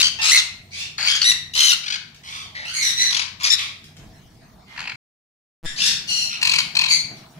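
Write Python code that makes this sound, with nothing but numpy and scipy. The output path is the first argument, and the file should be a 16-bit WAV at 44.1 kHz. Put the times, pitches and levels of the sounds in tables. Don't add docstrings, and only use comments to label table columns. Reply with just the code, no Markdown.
import sys
import numpy as np
from scipy import signal
from scipy.fft import rfft, irfft, next_fast_len
from scipy.io import wavfile
from scipy.ndimage import uniform_filter1d, minimum_filter1d, map_coordinates

SR = 44100
rng = np.random.default_rng(int(sys.argv[2]) if len(sys.argv) > 2 else 0)


def persist_wave(psi):
    counts = np.round(np.clip(psi, -1, 1) * 32767).astype(np.int16)
    wavfile.write(sys.argv[1], SR, np.atleast_2d(counts).T)


def rack_gain(trim_db):
    fader = np.asarray(trim_db, float)
    return 10 ** (fader / 20)


N = 325899

# first scene's end, second's stuttering start, its steady start, in seconds.
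SCENE_CHANGE_S = (4.96, 5.6295, 5.66)

# time in seconds, level in dB.
TRAFFIC_DB = [(0, -40.5), (.23, -46.5), (1.73, -46.5), (1.8, -50), (2.38, -47), (3.94, -47), (4.1, -42),
              (4.46, -45.5), (4.58, -46.5), (4.96, -45), (5.66, -46), (5.88, -38), (6.38, -46),
              (6.45, -39.5), (7.39, -45.5)]
# frequency in Hz, level in dB.
RUMBLE_SPECTRUM = [(12, -52), (20, -6), (81, -1), (97, -3.5), (118, 1.5), (151, 1), (200, -0.5),
                   (258, -7.5), (500, -15), (650, -59), (1100, -120)]
# frequency in Hz, level in dB.
HISS_SPECTRUM = [(180, -12), (300, -27.5), (477, -20), (535, -9), (642, 8), (1540, -3), (1700, 0),
                 (3240, -5.5), (4150, -2), (15600, -21.5)]
HISS_DB, HISS_TRAFFIC_SHARE, SECOND_HISS_DB = -56.5, 0.82, 4
CALMER_DB, CALMER_HZ = -4.5, 107
# start in seconds, end in seconds, frequency in Hz, level in dB.
MOTOR_HUM = [
    (0, 1.75, 91.5, -54),
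    (2.27, 4.2, 91.5, -54),
    (0, 4.2, 150.7, -57),
    (6.45, 7.2, 156.1, -50),
]
# frequency in Hz, likeness 0-1.
PORT_LIKENESS = [(60, 0.81), (240, 0.98), (950, 0.24), (3770, 0.25), (15000, 0.3)]
# frequency in Hz, left-right difference in dB.
PORT_BALANCE = [(60, 0), (110, -0.5), (200, -0.5), (380, 0.5), (700, -3), (1290, 3), (2380, 5), (4400, 11),
                (8120, 4.5), (15000, -13)]
# frequency in Hz, 60 dB decay time in seconds.
WALL_T60 = [(500, 0.48), (2000, 0.51), (5000, 0.4), (9000, 0.32), (14000, 0.33)]

# strongest swish in seconds, level in dB, rise in dB/s, fall in dB/s.
WING_SWISHES = [
    (4.01, -46, 275, 82),
    (4.43, -48.5, 903.5, 253),
    (4.62, -57.5, 45, 613),
    (7.113, -39.5, 349, 99.5),
    (7.39, -43.5, 423, 100),
]
# frequency in Hz, level in dB.
FEATHER_SPECTRUM = [(88, -28), (150, -3.5), (542, -26.5), (643, -13.5), (922, -29), (1930, -27),
                    (9000, -59), (11700, -68), (19800, -120)]
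# start in seconds, length in seconds, first pitch in Hz, last pitch in Hz, level in dB.
DOVE_COO = (2.53, .135, 640, 760, -55)
# time in seconds, peak in dB.
CLAW_TICKS = [
    (2.145, -47),
    (3.84, -45.5),
    (3.9663, -47.5),
    (4.35, -62),
    (7.169, -49.5),
]

# frequency in Hz, level in dB.
THROAT_DB = [(290, -71), (500, -87.5), (955, -13), (1650, -9), (2020, -2.5), (3540, -3.5), (4150, -3),
             (4860, -5), (6030, -9), (8760, -22), (9830, -21), (12400, -36.5), (13900, -42), (15600, -50)]
BOOST_WIDTH = .75

# time in seconds, peak in dB.
FIRST_SQUAWKS = [
    [(1.8367, -13), (1.8614, -17), (1.8811, -14), (1.9031, -12), (1.9244, -12), (1.9414, -13),
     (1.9575, -17)],
    [(3.1084, -8), (3.1283, -10), (3.1482, -8), (3.1692, -8), (3.1951, -9), (3.2184, -13)],
    [(4.7636, -23), (4.779, -18), (4.7934, -20), (4.8054, -21), (4.8174, -23), (4.8284, -25), (4.8414, -26),
     (4.8564, -24), (4.8753, -18), (4.8963, -19), (4.9195, -21)],
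]
# time in seconds, peak in dB.
SECOND_SQUAWKS = [
    [(6.4158, -9), (6.4298, -6), (6.4512, -6), (6.4732, -7), (6.4946, -6), (6.5166, -8), (6.538, -7),
     (6.5584, -9), (6.5859, -5), (6.6024, -10)],
    [(6.754, -6), (6.7695, -7), (6.7915, -6), (6.8144, -8), (6.8394, -8), (6.8613, -11), (6.886, -12),
     (6.909, -12)],
]
# pitch in Hz, harshness 0-1.
RATTLE_VOICE = [
    (780, .25),
    (880, .5),
    (850, .5),
    (900, .55),
    (840, .36),
]
# squawk length in seconds, room in dB, left-right in dB, left lead in ms.
RATTLE_PLACES = [
    (.021, -6, 3.5, .35),
    (.018, -5, 5, .3),
    (.012, -7, 2.5, -.05),
    (.018, -6.5, 3, .15),
    (.017, -7.5, 3, .15),
]
# lowest tone in dB, favoured overtone, its boost in dB, brightness in dB/octave,
# even overtones in dB (a closed windpipe weakens them).
RATTLE_BEAK = [
    (5.5, 5.7, 1.5, -1.5, 4),
    (8.5, 5.7, 3.3, 3, 1),
    (10, 1.52, 14, -4.5, 2.5),
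    (-1.5, 5.3, 1.4, -0.5, -1.5),
    (5, 4.7, 5.5, -3, -3),
]
# pitch drift first to last as a share, clear chirp in dB, dulling in dB/octave.
RATTLE_CHANGE = [
    (0.0093, -28.5, 0),
    (-0.015, -20.5, 4.5),
    (0.0099, -28, 10),
    (-0.11, -21.5, 1.5),
    (-.02, -20, 6.5),
]
# first pitch in Hz, last pitch in Hz.
CHIRP_SWEEP_HZ = (870, 1200)
# frequency in Hz, level in dB.
GAPE_DB = [(700, -2.5), (1000, 1.5), (1650, -6.5), (2500, 6), (2800, 2.5), (3100, 1.5), (3550, -6),
           (4400, 6.5), (5600, -3.5), (7000, 4.5)]
GAPE_FROM_S = 4
PITCH_SCATTER = .045
SQUAWK_LEAD_S = .004

# start in seconds, length in seconds, top pitch in Hz, top level in dB,
# share of the length at which effort peaks.
CRY_EVENTS = [(0.023, 0.066, 1525, -17.5, 0.23), (0.211, 0.13, 1346, -20.5, 0.59),
              (0.312, 0.067, 2094, -9, 0.54), (0.698, 0.18, 895, -31, 0.64),
              (0.976, 0.12, 2261, -28.5, 0.75), (1.048, 0.081, 1683, -19.5, 0.96),
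              (1.211, 0.024, 1486, -19, 0.13), (1.238, 0.076, 1999, -18, 0.63),
              (1.533, 0.19, 1041, -16, 0.59), (2.23, 0.23, 1186, -37, 0.6), (2.545, 0.12, 2015, -36, 0.28),
              (2.646, 0.089, 1550, -35.5, 0.92), (2.728, 0.095, 2179, -26.5, 0.42),
              (2.966, 0.15, 1993, -19, 0.38), (3.437, 0.054, 1219, -21, 0.53),
              (3.498, 0.05, 1773, -13.5, 0.17), (3.578, 0.14, 1186, -29, 0.21),
              (4.66, 0.16, 1052, -49, 0.52), (5.641, 0.12, 1788, -29, 0.081),
              (5.755, 0.2, 907, -19.5, 0.54), (6.069, 0.18, 1454, -26.5, 0.2),
              (6.293, 0.094, 1353, -32.5, 0.55), (6.878, 0.053, 2284, -16.5, 0.97),
              (6.914, 0.028, 2062, -19, 0.83), (0.367, 0.04, 1989, -14.5, 0.12),
              (1.146, 0.039, 1663, -21, 0.39), (1.31, .018, 1394, -21, 0.33),
              (1.548, 0.19, 1452, -25.5, 0.45), (2.814, 0.1, 1940, -24, 0.57),
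              (3.394, 0.04, 1158, -34, 0.81), (3.43, 0.008, 1700, -21.5, 0.25),
              (0.182, 0.038, 896, -27, .6), (0, 0.023, 1330, -17, 0.13), (3.512, 0.045, 1930, -15.5, .4),
              (0.979, 0.098, 819.6, -34, 0.33), (1.713, 0.032, 1420, -20.5, 0.67),
              (5.781, .052, 2890, -31, .9)]
# swell before the top in dB, fade after it in dB.
CRY_EFFORT_DB = [(-14.5, 8.5), (0.5, -3.5), (6, 11), (15.5, 25), (2.5, -9.5), (12, 3.5), (0, -2), (5.5, -2),
                 (18.5, 2.5), (9.5, 9.5), (6, 4), (-1, 2.5), (4, 0), (10.5, 12), (-3.5, 5.5), (3, 7.5),
                 (-5.5, 21), (3.5, -5), (-22.5, 25), (17.5, 15), (-5.5, 2), (8.5, 7), (8, 4.5), (1, 10.5),
                 (1, 6.5), (6, 11.5), (-0.5, 4.5), (0.5, 8.5), (-1.5, 3.5), (2, 2), (2, 6.5), (0, 2),
                 (-31.5, 1.5), (3.5, 9), (-2, 6), (11.5, 4.5), (2.5, 1.5)]
CRY_BENDS = [(0, .02), (.15, 0), (.08, .02), (.25, .04), (.05, -.02), (.26, .03), (0, 0), (.12, .11),
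             (.07, .14), (.2, .1), (.01, .04), (.19, 0), (.07, .09), (.03, .05), (.06, .08), (.02, 0),
             (.04, .03), (-.02, .06), (0, -.02), (.22, .07), (-.04, .04), (-.03, .015), (.02, 0), (0, -.02),
             (0, .2), (.02, .16), (0, .2), (.38, .09), (-.02, .05), (.1, 0), (0, 0), (.05, 0), (0, 0),
             (.05, .09), (.05, -.1), (-.04, .02), (.25, 0)]
CRY_HARSHNESS = [.4, .64, .2, .46, .5, .45, .4, .18, .3, .5, .5, .35, .27, .25, .68, .2, .75, .7, .45, .45,
                 .29, .55, .17, .15, .68, .5, .85, .72, .34, .7, .25, .35, .75, .27, .75, .25, .4]
# flutter in beats/s, room in dB, left-right in dB, left lead in ms.
CRY_PLACES = [(73.7, -10, 2.5, -0.134), (75.7, 3, 2, 0.25), (69.1, -14, -1.5, -0.05), (67.7, 11, -2, -0.23),
              (102.2, -4, 2.5, 0.38), (86.1, -1.5, 1, 0.18), (70, -1.5, 1, 0.033),
              (105.3, -7.5, -0.5, 0.303), (78.5, -9.5, 2.5, 0.313), (78.6, 0, -2.5, 0.373),
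              (61.7, -9, 2, 0.3), (66.2, 4, -3, 1), (105.5, 6.5, -4.5, 1), (114.6, -1, -3, 0.412),
              (96.3, -2, 2, .3), (64.7, -19, 4, 0.422), (85, 2, -1.5, 0.39), (65.5, 7, -3.5, 0.145),
              (69, 9.5, 2.5, -0.099), (54.1, 5.5, 1, 0.3), (68.6, 9, 2.5, 0.175), (72, -4.5, -1.5, -0.36),
              (62.5, 7, 0.5, 0.19), (70.7, 1, 0, .15), (79.5, -14, -2, 0.167), (90, -4.5, 0.5, 0.16),
              (60.3, -7.5, -1, .3), (90, -1, -2.5, 0.244), (100.8, 3, -1, .35), (91, 3.5, 2, .3),
              (80, -13, 5, 0.91), (79.3, 5, -0.5, .15), (76, -10.5, 4.5, -0.055), (59.4, -15, 5, 0.38),
              (91, -1.5, -0.5, 0.025), (79.9, -12, 2.5, 0.24), (55, -2.5, 4, .3)]
# lowest tone in dB, favoured overtone, its boost in dB, brightness in dB/octave,
# perhaps even overtones in dB.
CRY_BEAKS = [(-8, 3, 3, 1), (-6.5, 5.5, 4.5, 2.5), (-3, 2, 6.5, 6), (6.5, 3, 10.5, 5, 5), (-4, 2, 8, 1.5),
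             (-6, 2, 2, -1), (-0.5, 2.9, 11, 4), (-5.5, 5.2, 4.5, -0.5), (-30, 3.5, 3, 9), (7.5, 3, 6, 3.2),
             (3, 0.94, 11.5, 0), (-1.5, 2, 6, 2), (-5.5, 3.9, 7.5, 3.5), (4, 2.5, 20, 8.5),
             (-3, 4.2, 8.5, 2.5), (-7.5, 3.5, 11, 1.5), (1, 3, 5.5, 1.5), (8.5, 2, 4, -3.5),
             (-1, 4.5, 15, -3), (-7.5, 6, 2.5, 5.5, 4), (-23.5, 4, 3, 2.5), (-5, 1.5, 8.5, -0.5),
             (-5.5, 2.4, 8.5, 4), (-14.5, 10, 1.5, -0.5), (-20.5, 3.6, -9, -9), (-2.5, 3, 3.5, 0),
             (-1.5, 2.3, 10.5, 7.5), (-0.5, 3.3, 3.5, 2.5), (-0.5, 2.5, 9, 7.5), (0.5, 3, -4.5, 0),
             (-8, 7.9, 7.5, 4.5), (13.5, 3.3, 9.5, -2.5), (-7, 2.2, 6.5, 12), (-10, 1.6, 9.5, 7.5),
             (17, 2.3, 7.5, -5.5), (-10.5, 1, 11, 4), (4, 5, 0, -3)]
OWN_OVERTONES_DB = {2: [-3, 0, 4, 9, 9], 3: [-8, -14, 3, 1, -2, 5, 0, 9, 2], 8: [-20, -9, 2, 3, -3, 6, 6, 1,
                    8, 3, 11, 5, 17, 9, 0]}
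FLUTTER_DEPTH_DB = [5, 3.9, 7, 3.3, 3, 2.3, 6.2, 2.4, 3.7, 3, 1.5, 3.9, 7.5, 3.7, 3, 4, 2.7, 3, 2.8, 3.6,
                    3.2, 3.1, 3.5, 2.4, 2, 3, 1.1, 2, 3, 3.5, 1, 2.5, 3, 3.5, 2.1, 3, 4]
FLUTTER_SLIDES = [.035, .035, .06, .025, .02, .04, .03, .03, .04, .04, .01, .025, .05, .03, .03, .025, .03,
                  .02, .02, .05, .02, .02, .025, .015, .04, .05, .01, .02, .04, .025, .01, .02, .02, .04,
                  .015, .02, .06]


def unit(x):
    return x / np.sqrt(np.mean(x ** 2) + 1e-20)


def along(points, hz):
    f, v = np.transpose(points)
    return np.interp(np.log(hz + 1), np.log(f + 1), v)


def wobble(rate_hz, count, order=3):
    knots = rng.standard_normal(count // 32 + 8)
    return map_coordinates(knots, [np.arange(count) * min(rate_hz / SR, 1 / 32)], order=order)


def filtered(x, response):
    m = next_fast_len(x.shape[-1] + 4096)
    return irfft(rfft(x, m) * response(np.fft.rfftfreq(m, 1 / SR)), m)[..., :x.shape[-1]]


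def panned(voice, left_right_db):
    return voice * rack_gain([[left_right_db / 2], [-left_right_db / 2]])


def rush(spectrum, patchy_db):
    z = signal.stft(rng.standard_normal((2, N)), nperseg=512)[2]
    field = rng.standard_normal(z.shape[1:])
    field = uniform_filter1d(uniform_filter1d(field, 6, 0), 10, 1)
    pair = signal.istft(z * rack_gain(patchy_db * unit(field)), nperseg=512)[1][:, :N]

    def mid_side(hz):
        angle = np.arccos(np.clip(along(PORT_LIKENESS, hz), -1, 1)) / 2
        return rack_gain(along(spectrum, hz)) * [np.cos(angle), np.sin(angle)]

    mid, side = filtered(pair, mid_side)
    return unit(np.array([mid + side, mid - side]))


def add_in_room(stage, start_s, voice, room_db, lead_ms):
    hz = np.fft.rfftfreq(256, 1 / SR)
    t = np.arange(190) * 128 / SR
    z = rng.standard_normal((2, 129, 190)) + 1j * rng.standard_normal((2, 129, 190))
    tail = signal.istft(z * rack_gain(-60 * t / along(WALL_T60, hz)[:, None]), SR, nperseg=256)[1]
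    tail = tail * (1 - np.exp(-np.arange(tail.shape[1]) / (.008 * SR)))
    heard = rack_gain(room_db) * signal.fftconvolve(voice, tail / np.linalg.norm(tail[0]), axes=1)
    delay_ms = 1 + np.array([[-lead_ms], [lead_ms]]) / 2
    direct = filtered(np.pad(voice, ((0, 0), (0, 99))), lambda hz: np.exp(-2j * np.pi * hz * delay_ms / 1000))
    heard[:, :direct.shape[1]] += direct
    heard = heard / np.sqrt(1 + rack_gain(2 * room_db))
    stage[:, round(start_s * SR):][:, :heard.shape[1]] += heard


def yard():
    t = np.arange(N) / SR
    rumble_db = np.interp(t, *np.transpose(TRAFFIC_DB))
    hiss_db = HISS_DB + HISS_TRAFFIC_SHARE * (rumble_db - rumble_db.mean())
    hiss_db = hiss_db + SECOND_HISS_DB * (t > SCENE_CHANGE_S[0])
    lumps = rack_gain(0.3 * wobble(5.8, N))
    rumble = rack_gain(rumble_db - 5.5) * unit(lumps * rush(RUMBLE_SPECTRUM, patchy_db=1.5))
    calmer = filtered(rumble, lambda hz: rack_gain(CALMER_DB / (1 + (hz / CALMER_HZ) ** 6)))
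    rumble = np.where(t < SCENE_CHANGE_S[1], rumble, calmer)
    hiss = rack_gain(hiss_db) * rush(HISS_SPECTRUM, patchy_db=4.0)
    hum = np.zeros(N)
    for start_s, end_s, hz, db in MOTOR_HUM:
        level = rack_gain(db + 1.5 + 1.8 * wobble(7, N))
        tone = np.sin(2 * np.pi * np.cumsum(hz + 3.5 * wobble(7, N)) / SR)
        hum += level * tone * ((t > start_s) & (t < end_s))
    return rumble + hiss + hum


def wings():
    t = np.arange(N) / SR
    beat_hz = 19 + 3 * wobble(36, N)
    beats = unit(rack_gain(1.21 * np.sin(2 * np.pi * np.cumsum(beat_hz) / SR)))
    level = sum(rack_gain(db - np.maximum(rise * (s - t), fall * (t - s))) for s, db, rise, fall in WING_SWISHES)
    return level * beats * rush(FEATHER_SPECTRUM, patchy_db=-0.5)


def coo(stage):
    start_s, length_s, first_hz, last_hz, db = DOVE_COO
    u = np.arange(0, length_s, 1 / SR) / length_s
    pitch_hz = last_hz - (last_hz - first_hz) * (1 - u) ** 2
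    note = np.sin(2 * np.pi * np.cumsum(pitch_hz) / SR) * wobble(450, len(u))
    note = note * rack_gain(db + 18 * u) * np.sin(np.pi * u) ** 0.27
    add_in_room(stage, start_s, note * [[1], [1]], -2, .3)


def ticks(stage):
    for start_s, db in CLAW_TICKS:
        click = rng.standard_normal((1, 400)) * rack_gain(db + 20.0 - 60 * np.arange(400) / SR / 0.048)
        click = filtered(click, lambda hz: rack_gain(along(THROAT_DB, hz / 1.2)))
        add_in_room(stage, start_s, click * [[1], [1]], 4, .1)


def beak(lowest_db, favoured, boost_db, bright_db, even_db=0):
    k = np.arange(1, 10)
    bump = np.exp(-((k - favoured) / BOOST_WIDTH) ** 2 / 2)
    tilt_db = bright_db * np.log2(np.maximum(k, 2) / 2)
    return lowest_db * (k == 1) + boost_db * bump + tilt_db + even_db * (k % 2 == 0)


def throat(hz):
    return rack_gain(along(THROAT_DB, hz))


def syrinx(pitch_hz, harsh, beak_db):
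    count, k = len(pitch_hz), np.arange(1, 17)[:, None]
    turns = np.cumsum(pitch_hz * (1 + .075 * harsh * wobble(900, count))) / SR
    sizes = throat(k * pitch_hz) * rack_gain(np.take(beak_db, k - 1, mode="clip"))
    shiver = np.array([1 - harsh + 1.8 * harsh * wobble(600, count, order=1) for _ in k])
    phase = 2 * np.pi * rng.random(k.shape)
    tone = np.sum(sizes * shiver * np.sin(k * 2 * np.pi * turns + phase), 0)

    def air_response(hz):
        overtone = hz / pitch_hz.mean()
        return throat(hz) * rack_gain(np.interp(overtone, np.arange(len(beak_db)) + 2.5, beak_db) / 2)

    air = filtered(rng.standard_normal(count), air_response)
    croak = rack_gain(-27) * wobble(250, count) * np.sin(np.pi * turns)
    return unit(unit(tone) + harsh * (.9 * unit(air) + croak))


def rattles(stage):
    rattle_rows = zip(FIRST_SQUAWKS + SECOND_SQUAWKS, RATTLE_VOICE, RATTLE_PLACES, RATTLE_BEAK, RATTLE_CHANGE)
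    for squawks, (base_hz, harsh), place, beak_row, (drift, chirp_db, dull_db) in rattle_rows:
        length_s, room_db, left_right_db, lead_ms = place
        first_s, last_s = squawks[0][0], squawks[-1][0]
        voice = np.zeros(round((last_s - first_s + .06) * SR))
        gaps = np.gradient([s for s, db in squawks])
        stretches = np.clip(gaps / np.median(gaps), .85, 1.45)
        for (s, db), stretch in zip(squawks, stretches):
            u = np.arange(round(.03 * SR)) / SR / (length_s * stretch)
            done = (s - first_s) / (last_s - first_s)
            dulled_db = dull_db * (done - .5) * np.log2(np.maximum(np.arange(1, 10) / 5, 1))
            squawk_hz = base_hz * (1 + PITCH_SCATTER * rng.normal() + drift * done)
            pitch_hz = squawk_hz * (.93 + .16 * np.minimum(u, 1))
            squawk = syrinx(pitch_hz, harsh, beak(*beak_row) - dulled_db)
            squawk = squawk * u ** .8 * np.exp(-4.5 * u ** 2)
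            chirp_hz = np.interp(u, [.2, 1.2], CHIRP_SWEEP_HZ)
            chirp = np.sin(2 * np.pi * np.cumsum(chirp_hz) / SR) * np.sin(np.pi * np.clip(u / 1.2, 0, 1))
            level = rack_gain(db - 14.0 - 6.5 * (s == first_s))
            voice[round((s - first_s) * SR):][:len(u)] += (unit(squawk) + rack_gain(chirp_db + 8) * chirp) * level
        voice = filtered(voice, lambda hz: rack_gain(along(GAPE_DB, hz) * (first_s > GAPE_FROM_S)))
        add_in_room(stage, first_s - SQUAWK_LEAD_S, panned(voice, left_right_db), room_db, lead_ms)


def cries(stage):
    for n, (start_s, length_s, top_hz, top_db, top) in enumerate(CRY_EVENTS):
        swell_db, fade_db = CRY_EFFORT_DB[n]
        lift, sag = CRY_BENDS[n]
        flutter_hz, room_db, left_right_db, lead_ms = CRY_PLACES[n]
        beak_db = OWN_OVERTONES_DB.get(n, beak(*CRY_BEAKS[n]))
        t = np.arange(0, length_s, 1 / SR)
        top = np.clip(top, .05, .95)
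        before = np.clip(1 - t / length_s / top, 0, 1)
        after = np.clip((t / length_s - top) / (1 - top), 0, 1)
        pitch_hz = top_hz * (1 - lift * before ** 2 - sag * after ** 2)
        level_db = top_db - swell_db * before ** 1.56 - fade_db * after ** 0.64
        beat = 2 * np.pi * np.cumsum(flutter_hz * (1 + 0.071 * wobble(40, len(t)))) / SR
        slide = 1 + FLUTTER_SLIDES[n] * signal.sawtooth(beat, .8)
        swell = unit(rack_gain(-FLUTTER_DEPTH_DB[n] * np.cos(beat) + 0.4 * wobble(150, len(t))))
        edge_s = .004 + .004 * rack_gain(room_db)
        edges = np.clip(np.minimum(t, length_s - t) / edge_s, 0, 1)
        voice = syrinx(pitch_hz * slide, CRY_HARSHNESS[n], beak_db) * swell * edges
        voice = panned(voice * rack_gain(level_db + 6.0), left_right_db)
        add_in_room(stage, max(start_s, 0), voice, room_db, lead_ms)


def scene():
    background = yard() + wings()
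    stage = np.zeros((2, N + SR))
    coo(stage)
    ticks(stage)
    rattles(stage)
    cries(stage)
    return background + stage[:, :N]


def roll_off(x):
    return signal.sosfilt(signal.butter(12, 15730, fs=SR, output="sos"), x)


def record(dry):
    t = np.arange(N) / SR
    sides = np.array([[.5], [-.5]])
    x = filtered(dry, lambda hz: rack_gain(sides * (along(PORT_BALANCE, hz) - 5.2 * (hz > 1500))))
    limit = np.minimum(1, .99 / (np.abs(x).max(0) + 1e-9))
    x = x * uniform_filter1d(minimum_filter1d(limit, size=301), size=151)

    end_s, start_s, steady_s = SCENE_CHANGE_S
    u = np.clip(t - steady_s, 0, 1)
    thump = -.085 * np.exp(-u / .04) * np.cos(2 * np.pi * 7 * u) * (t >= steady_s) * rack_gain([[0], [-3]])
    step_s = (steady_s - start_s) / 5
    step_size = np.abs((t - start_s) // step_s + 1) ** 1.7 / 14
    step_decay = np.exp(-((t - start_s) % step_s) / 0.0045)
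    stutter = -.085 * step_size * step_decay * ((t >= start_s) & (t < steady_s))
    fade_out = np.clip((end_s - t) / .003, 0, 1)
    fade_in = np.clip((t - start_s) / (steady_s - start_s), 0, 1) ** 3
    gate = fade_out + fade_in
    mix = filtered(x * gate + thump + stutter, lambda hz: hz < 15730) * (gate > 0)
    return roll_off(mix)


dry = scene()
out = record(dry)
persist_wave(out)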